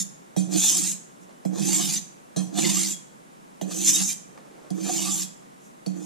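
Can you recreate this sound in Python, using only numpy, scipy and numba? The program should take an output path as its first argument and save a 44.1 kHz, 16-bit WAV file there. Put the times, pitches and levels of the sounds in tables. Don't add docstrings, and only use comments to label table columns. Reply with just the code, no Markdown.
import sys
import numpy as np
from scipy import signal
from scipy.fft import rfft, irfft, next_fast_len
from scipy.io import wavfile
from scipy.ndimage import uniform_filter1d, map_coordinates
from numba import njit

SR = 44100
rng = np.random.default_rng(int(sys.argv[2]) if len(sys.argv) > 2 else 0)


def int16_out(signal):
    q = np.round(np.clip(np.atleast_2d(signal).T, -1, 1) * 32767)
    wavfile.write(sys.argv[1], SR, q.astype(np.int16))


N = 266805


def amp(db):
    return 10 ** (np.asarray(db) / 20)


def unit(x):
    return x / np.sqrt(np.mean(x ** 2) + 1e-20)


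def unit_pair(x):
    return x / np.sqrt(np.mean(x.mean(axis=0) ** 2) + 1e-20)


def clock():
    return np.arange(N) / SR


def along(points, hz):
    point_hz, value = np.transpose(points)
    return np.interp(np.log(hz + 1), np.log(point_hz + 1), value)


def wobble(knots_per_s):
    knots = rng.standard_normal(int(N * knots_per_s / SR) + 4)
    return map_coordinates(knots, [np.arange(N) * knots_per_s / SR])


def filtered(x, response):
    m = next_fast_len(N + SR // 2)
    return irfft(rfft(x, m) * response(np.fft.rfftfreq(m, 1 / SR)), m)[..., :N]


def coloured(x, spectrum):
    return unit(filtered(x, lambda hz: amp(along(spectrum, hz))))


def noise():
    return rng.standard_normal((2, N))


def fade(t, t60):
    return (t >= 0) * np.exp(-np.log(1000) * np.abs(t) / t60)


def swell(s, half_s):
    return np.exp(-((clock() - s) / half_s) ** 2)


def add(track, s, sound):
    part = track[:, max(round(s * SR), 0):][:, :sound.shape[1]]
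    part += sound[:, :part.shape[1]]


def spread(pair, alike, lean):
    def mid_side(hz):
        turn = np.arccos(np.clip(along(alike, hz), -1, 1)) / 2
        return np.array([np.cos(turn), np.sin(turn)])

    mid, side = filtered(pair, mid_side)
    sides = np.array([mid + side, mid - side])
    return unit_pair(filtered(sides, lambda hz: amp(np.outer([.5, -.5], along(lean, hz)))))


# frequency in Hz, left-right likeness from -1 to 1.
ALIKE = [(300, -1), (700, -0.15), (1200, 0.2), (2400, 0.9), (5000, 1), (6500, 0.31), (9000, -0.03),
         (14000, 0.66)]
# frequency in Hz, left minus right in dB.
LEAN = [(300, -14.5), (700, -4), (1200, 1.5), (4000, -0.5), (7000, -1.5), (9500, -6), (13000, 1.5)]


def at_microphones(pair):
    return spread(pair, ALIKE, LEAN)


def patchy(x, depth_db):
    z = signal.stft(x, nperseg=1024)[2]
    field = rng.standard_normal(z.shape[1:])
    field = uniform_filter1d(field, size=6, axis=0)
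    field = uniform_filter1d(field, size=4, axis=1)
    gain = amp(depth_db * np.clip(unit(field), -2, 2))
    return unit(signal.istft(z * gain, nperseg=1024)[1][:, :N])


@njit
def resonate(x, pole):
    out = np.zeros(x.shape)
    for c in range(x.shape[0]):
        state = 0j
        for i in range(x.shape[1]):
            state = state * pole[i] + x[c, i]
            out[c, i] = state.real
    return out


# centre in seconds, half length in seconds, then the
# change of edge hiss, blade body, stone grind and bench shake, each in dB.
DIGS = [(0.556, 0.028, -1, 4.5, 2, 8), (0.665, 0.08, 4.5, 1.5, 0, -8), (1.63, 0.02, -2.5, 1, -7, 2.5),
        (1.725, 0.066, 2, 3.5, -1.5, 1), (1.96, 0.033, 1, 6, 1.5, -0.5), (2.587, 0.017, 5, 9, 11, 3),
        (2.651, .016, -0.5, 7, 5, 6), (2.704, 0.014, 2, 3, 4, 2), (2.798, 0.038, 3, 4, -3, 2),
        (3.72, 0.026, 4, 9.5, 8.5, -6), (3.892, 0.031, 7, 7.5, -4, 1.5), (3.956, 0.042, 4.5, 8.5, 2, -3),
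        (4.012, .018, -1.5, 10.5, 14, 6.5), (4.109, 0.03, 0.5, 9, 2, -5.5),
        (5.083, 0.03, -2.5, -1.5, 4, 5.5)]


def digs():
    swells = np.array([np.exp(-np.minimum(((clock() - s) / half_s) ** 2, 20)) for s, half_s, *_ in DIGS])
    hiss, body, grind, bench = np.transpose(DIGS)[2:] @ swells
    return np.array([hiss, body, grind, bench, bench])


# start in seconds, lift in seconds, bite time constant in
# seconds, then relative levels in dB of edge hiss, blade body, stone grind, bench judder, stone rocking.
STROKES = [(-0.45, 0.019, 0.09, -25.5, -33, -49, -33, -45),
           (0.493, 0.927, 0.034, -25, -34, -45.5, -37, -41.5),
           (1.526, 1.978, 0.074, -26, -33.5, -42, -33.5, -38),
           (2.53, 2.927, 0.039, -27.5, -34, -44, -35, -37.5),
           (3.678, 4.126, 0.074, -25, -38.5, -48.5, -38, -41),
           (4.748, 5.235, 0.094, -27, -34.5, -45.5, -38, -39),
           (5.957, 6.403, 0.23, -28, -41, -48, -39.5, -38.5)]
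# dB lacking before the edge bites,
# dB lost at the light tip, unevenness in dB.
LAYERS = [(29.9, 4, 0.2), (24.4, 7.5, 1.43), (3, 15, 2.5), (5, 6, 3), (4.9, 12.5, 3)]
DRAW_S = .46
TIP_POWER = 3.7
UNEVEN_PER_S = 30
TOUCH_T60_S, RELEASE_T60_S = 0.078, 0.1


def hand():
    t, gains, travel = clock(), np.zeros((len(LAYERS), N)), np.zeros(N)
    lacking_db, tip_db, uneven_db = np.transpose(LAYERS)[:, :, None]
    for start, lift, bite_s, *levels_db in STROKES:
        near = (t > start - .1) & (t < lift + .3)
        age = t[near] - start
        after = np.maximum(t[near] - lift, 0)
        travel[near] = np.clip(1 - (lift - t[near]) / DRAW_S, 0, 1)
        contact = fade(np.maximum(-age, 0), TOUCH_T60_S) * fade(after, RELEASE_T60_S)
        bite_db = -lacking_db * np.exp(-np.maximum(age, 0) / bite_s)
        lighten_db = -tip_db * travel[near] ** TIP_POWER
        gains[:, near] += contact * amp(np.array(levels_db)[:, None] + bite_db + lighten_db)
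    drag_db = uneven_db * np.array([wobble(UNEVEN_PER_S) for _ in LAYERS])
    return gains * amp(drag_db + digs()), travel


def grit(catch, grains_per_s, size_db, bed):
    sizes = amp(size_db * np.minimum(rng.exponential(size=N), 1.6))
    snaps = (rng.random(N) < grains_per_s / SR) * sizes
    return catch * (unit(snaps * np.sign(noise())) + bed * noise())


def rubbed(force, spectrum, glides, travel):
    out = force
    for heel_hz, tip_hz, width_hz, db in glides:
        hz = heel_hz * (tip_hz / heel_hz) ** travel * (1 + 0.012 * wobble(11))
        pole = np.exp(np.pi * (2j * hz - width_hz) / SR)
        out = out + amp(db) * 2 * np.pi * width_hz / SR * resonate(force, pole)
    return coloured(out, spectrum)


# frequency in Hz, relative level in dB,
# t60 in seconds before the cap and the contact's damping.
STEEL = [(2500, -8, 0.29), (3306, -3.5, 0.15), (3440, -13, 0.091), (4340, -10, 0.31), (4980, -9, 0.18),
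         (5230, -11, 0.27), (5990, 7, 0.13), (6280, 10, 0.11), (6800, 0.5, 0.13), (7245, 8, 0.16),
         (7470, 1, 0.18), (7930, -2, 0.29), (8630, -5.5, 0.28), (8930, -7, 0.17), (10100, -12, 0.29)]


def blade_ring(damping, scatter_db):
    t = np.arange(SR // 2) / SR
    ring = 0
    for hz, db, t60 in STEEL:
        size = amp(db + scatter_db * rng.standard_normal((2, 1)))
        apart = np.arccos(np.clip(along(ALIKE, hz), -1, 1))
        phase = 2 * np.pi * rng.random() + np.array([[.5], [-.5]]) * apart
        ring = ring + size * np.sin(2 * np.pi * hz * t + phase) * fade(t, min(t60, .25) / damping)
    return ring / np.linalg.norm(ring.mean(axis=0))


# frequency in Hz, relative dB per Hz.
HISS = [(2590, -40), (4400, -30.5), (5250, -3.5), (5580, -7), (6120, 1), (7260, 3), (7690, 0), (8310, -5),
        (10300, -8), (11200, -15), (12400, -10), (15100, -27.5)]
BODY = [(880, -22), (1500, -16), (2300, -8), (2690, -6), (3320, -1.5), (3610, -0.5), (4050, -1.5),
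        (4700, 0.5), (6110, -13), (10300, -120)]
GRIND = [(250, -17), (400, 3.5), (620, -6), (750, 5), (950, -.5), (1150, -1), (1400, -9), (1800, 1),
         (2600, -47)]
# frequency at the heel in Hz,
# frequency at the tip in Hz, width in Hz, gain in dB against the direct force, before the broad colour.
HIGH_GLIDES = [(5730, 9500, 39, 2.6), (7000, 7600, 89, 1.7), (6500, 2060, 31, 1.8), (8100, 10000, 45, 4.6)]
MID_GLIDES = [(2254, 3950, 15, 8), (3503, 3800, 18, 7.2), (2540, 1960, 29, 1.5), (1327, 2500, 10.5, 8.3)]
LOW_GLIDES = [(520, 1750, 64, 21), (431, 998, 95, 17), (1170, 1160, 38, 9.5)]


def scrape(gains, travel):
    catch = amp(1.3 * np.tanh(wobble(70)) + 2.5 * np.tanh(wobble(330)))
    hiss = rubbed(grit(catch, grains_per_s=3200, size_db=1.5, bed=1.37), HISS, HIGH_GLIDES, travel)
    body = rubbed(grit(catch, grains_per_s=800, size_db=-0.5, bed=1.0), BODY, MID_GLIDES, travel)
    grind = rubbed(grit(catch, grains_per_s=310, size_db=8.0, bed=0.85), GRIND, LOW_GLIDES, travel)
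    edge = gains[0] * at_microphones(patchy(hiss, depth_db=4.4))
    edge += gains[1] * at_microphones(patchy(body, depth_db=4.4))
    stone = gains[2] * at_microphones(patchy(grind, depth_db=3))
    free = 0.27 * np.exp(-(travel / 0.44) ** 2)
    drive = np.sqrt(free) * gains[0] * catch * rng.standard_normal(N)
    steel = blade_ring(damping=2.6, scatter_db=1)
    singing = signal.fftconvolve(drive[None], steel, axes=1)[:, :N]
    return amp(-1.5) * np.sqrt(1 - free) * edge + singing + amp(-2.5) * stone


def bench_sides(left_db):
    return np.array([[-amp(left_db)], [1]])


def judder(gain, spectrum, left_db, t60):
    shake = coloured(rng.standard_normal(N), spectrum)
    envelope = np.sqrt(np.abs(uniform_filter1d(shake ** 2, size=1400)) + 1e-9)
    ringing = np.log(1000) * clock() / t60
    held = np.exp(np.maximum.accumulate(np.log(gain + 1e-9) + ringing) - ringing)
    return held * unit_pair(bench_sides(left_db) * shake / envelope)


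# frequency in Hz, relative dB per Hz.
JUDDER = [(110, -68), (145, -20.5), (165, -8), (182, -3), (191, 10.5), (203, -4.5), (220, -18),
          (270, -56.5)]
ROCKING = [(210, -17.5), (275, -2.5), (305, 8), (328, 9), (360, -3), (420, -20), (520, -21.5), (700, -58)]


def bench_shake(gains):
    bench = judder(gains[3], JUDDER, left_db=-13.0, t60=0.32)
    return bench + judder(gains[4], ROCKING, left_db=-7.5, t60=0.047)


# frequency in Hz, relative dB per Hz.
AIR = [(30, -4), (100, -10.5), (190, 1.5), (320, -3.5), (450, -7.5), (750, -7), (1100, -11), (2600, -22.5),
       (4600, -29), (7000, -25), (10000, -28), (15000, -40.5)]
# frequency in Hz, left-right likeness from -1 to 1.
AIR_ALIKE = [(150, 0.062), (400, -0.34), (700, -0.89), (1400, -0.72), (2400, -0.19), (3800, 0.53),
             (6000, 0.14)]


def still_air():
    lean = [(1000, -0.26), (9000, -1.7)]  # Hz, left minus right in dB
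    return amp(-53.5) * spread(coloured(noise(), AIR), AIR_ALIKE, lean)


# frequency in Hz, t60 in seconds.
WORKSHOP = [(200, 0.72), (1000, 0.7), (4000, 0.45), (8000, 0.45), (14000, 0.3)]


def workshop(x):
    hz, t, z = signal.stft(rng.standard_normal((2, SR // 2)), SR, nperseg=256)
    tail = signal.istft(z * fade(t, along(WORKSHOP, hz)[:, None]), SR, nperseg=256)[1]
    delayed = np.pad(tail, ((0, 0), (SR // 200, 0)))
    return signal.fftconvolve(x, delayed / np.linalg.norm(tail[0]), axes=1)[:, :N]


# frequency in Hz, t60 in seconds, relative level in dB,
# left microphone against the right in dB.
BENCH = [(186.75, 0.36, 2, -17.5), (154, 0.063, -7, 0), (309.3, 0.12, -2.5, -4), (361, 0.043, -8, -31)]


def thump(rise_s):
    t = np.arange(SR // 2) / SR
    modes = 0
    for hz, t60, db, left_db in BENCH:
        tone = np.sin(2 * np.pi * hz * (t - rise_s)) * fade(t, t60)
        modes = modes + amp(db) * bench_sides(left_db) * tone
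    return modes * (1 - np.exp(-(t / rise_s) ** 2))


# time in seconds, then levels in dB before trim of contact
# scratch, steel ring, thump and knock, then chatter t60 in seconds.
LANDINGS = [(0.364, -52, -34, -25, -38, 0.32), (1.451, -22, -48.5, -30, -38.5, 0.17),
            (2.3621, -59, -34.5, -27.5, -37.5, 0.33), (3.6128, -13, -42, -34, -36.5, 0.21),
            (4.7041, -14.5, -50.5, -32, -46.5, 0.11), (5.8627, -15, -48.5, -31.5, -44, 0.23)]
# frequency in Hz, relative dB per Hz.
SCRATCH = [(800, -4), (2500, -13), (4500, 0), (7000, -9), (10000, -4.5), (15000, -17)]
KNOCK = [(110, -38), (200, 9), (330, -5), (430, 2), (560, 3), (760, 2.5), (1000, -27), (1800, -22.5),
         (3000, -32.5), (6000, -68)]


def landings():
    out, t = np.zeros((2, N)), np.arange(SR // 2) / SR
    scratches, knocks = np.zeros(N), np.zeros(N)
    for s, scratch_db, ring_db, thump_db, knock_db, chatter_t60 in LANDINGS:
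        since = clock() - s
        settle = np.clip(since / 0.0011, 0, 1)
        chatter = rng.standard_normal(len(t)) * (fade(t, chatter_t60) + fade(t, 0.0012))
        steel = blade_ring(damping=2.2, scatter_db=1.5)
        ring = signal.fftconvolve(chatter[None], steel, axes=1)[:, :len(t)]
        add(out, s, amp(ring_db - 1) * ring / np.std(ring[:, :SR // 30]))
        scratches += amp(ring_db - 5) * settle * fade(since, chatter_t60)
        scratches += amp(scratch_db - 25) * fade(since, 0.028)
        add(out, s, amp(thump_db + 14.0) * thump(rise_s=.0065))
        knocks += amp(knock_db + 8.5) * settle * fade(since, 0.083)
    scratch = at_microphones(patchy(coloured(noise(), SCRATCH), depth_db=11.5))
    return out + scratches * scratch + knocks * at_microphones(coloured(noise(), KNOCK))


# centre in seconds, half length in seconds, frequency in Hz,
# level in dB before trim.
SQUEAKS = [(0.653, 0.043, 3530, -32), (0.731, .006, 6100, -23.5), (1.972, 0.011, 6100, -27),
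           (2.649, 0.0063, 2080, -32.5), (2.771, 0.011, 1170, -41.5), (2.927, 0.012, 7150, -30.5),
           (3.803, 0.014, 2640, -49), (3.962, 0.016, 3750, -28.5), (4.102, 0.014, 2400, -41),
           (5.085, 0.032, 1170, -44)]


def squeaks():
    t, out = clock(), 0
    for s, half_s, hz, db in SQUEAKS:
        tone = np.sin(2 * np.pi * hz * t + 1.08 * wobble(150))
        out = out + amp(db) * swell(s, half_s) * tone
    return out * amp(2.5 + 1.6 * np.tanh(wobble(240)))


# time in seconds, level in dB before trim.
NUDGES = [(1.19, -48), (4.254, -50), (5.639, -57)]
# centre in seconds, half length in seconds, level in dB.
SWISHES = [(1.23, .018, -60), (5.655, .049, -60.5)]
# centre in seconds, half length in seconds,
# level in dB before unevenness.
BRUSHES = [(1.308, 0.028, -56.5), (4.382, 0.11, -57), (4.625, 0.13, -55.5), (5.455, 0.064, -72),
           (5.653, 0.045, -68)]
# time in seconds, level in dB before trim.
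TICKS = [(4.376, -30.5), (4.627, -45), (5.422, -42)]
# frequency in Hz, relative dB per Hz.
CLOTH = [(100, -36), (170, -1), (400, 12), (1200, -0.5), (3000, -15.5), (8000, -15), (15000, -59)]
HANDLE = [(150, -15), (500, 14), (1400, 6), (3000, -11), (8000, -12), (15000, -30)]


def handling():
    t = clock()
    brush = sum(amp(db) * swell(s, half_s) for s, half_s, db in BRUSHES) * amp(2.0 * wobble(77))
    ticks = sum(amp(db - 15) * fade(t - s, 0.085) for s, db in TICKS)
    swish = sum(amp(db) * swell(s, half_s) for s, half_s, db in SWISHES)
    out = brush * at_microphones(coloured(noise(), CLOTH))
    out += ticks * at_microphones(coloured(noise(), HANDLE))
    out += swish * at_microphones(coloured(noise(), HISS))
    for s, db in NUDGES:
        add(out, s, amp(db + 3.0) * thump(rise_s=0.0033))
    return out


# time in seconds, level in dB, t60 in seconds.
LIFTS = [(2.935, -42, 0.22), (5.233, -49, 0.38)]
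FREE_HZ = 3330


def lifts():
    t = clock()
    return sum(amp(db) * np.sin(2 * np.pi * FREE_HZ * (t - s)) * fade(t - s, t60) for s, db, t60 in LIFTS)


def scene():
    gains, travel = hand()
    near = scrape(gains, travel) + squeaks() + lifts() + handling()
    blows = landings()
    room = workshop(amp(-11) * near + amp(-10) * blows)
    return near + blows + bench_shake(gains) + room + still_air()


OVERLOAD = .5
TOP_HZ = 15280


def record(dry):
    thin = signal.sosfilt(signal.butter(8, 130, "highpass", fs=SR, output="sos"), dry)
    x = thin + amp(-16.0) * dry
    rounded = x / (1 + np.abs(x / OVERLOAD) ** 6) ** (1 / 6)
    return filtered(rounded, lambda hz: hz < TOP_HZ)


dry = scene()
out = record(dry)
int16_out(out)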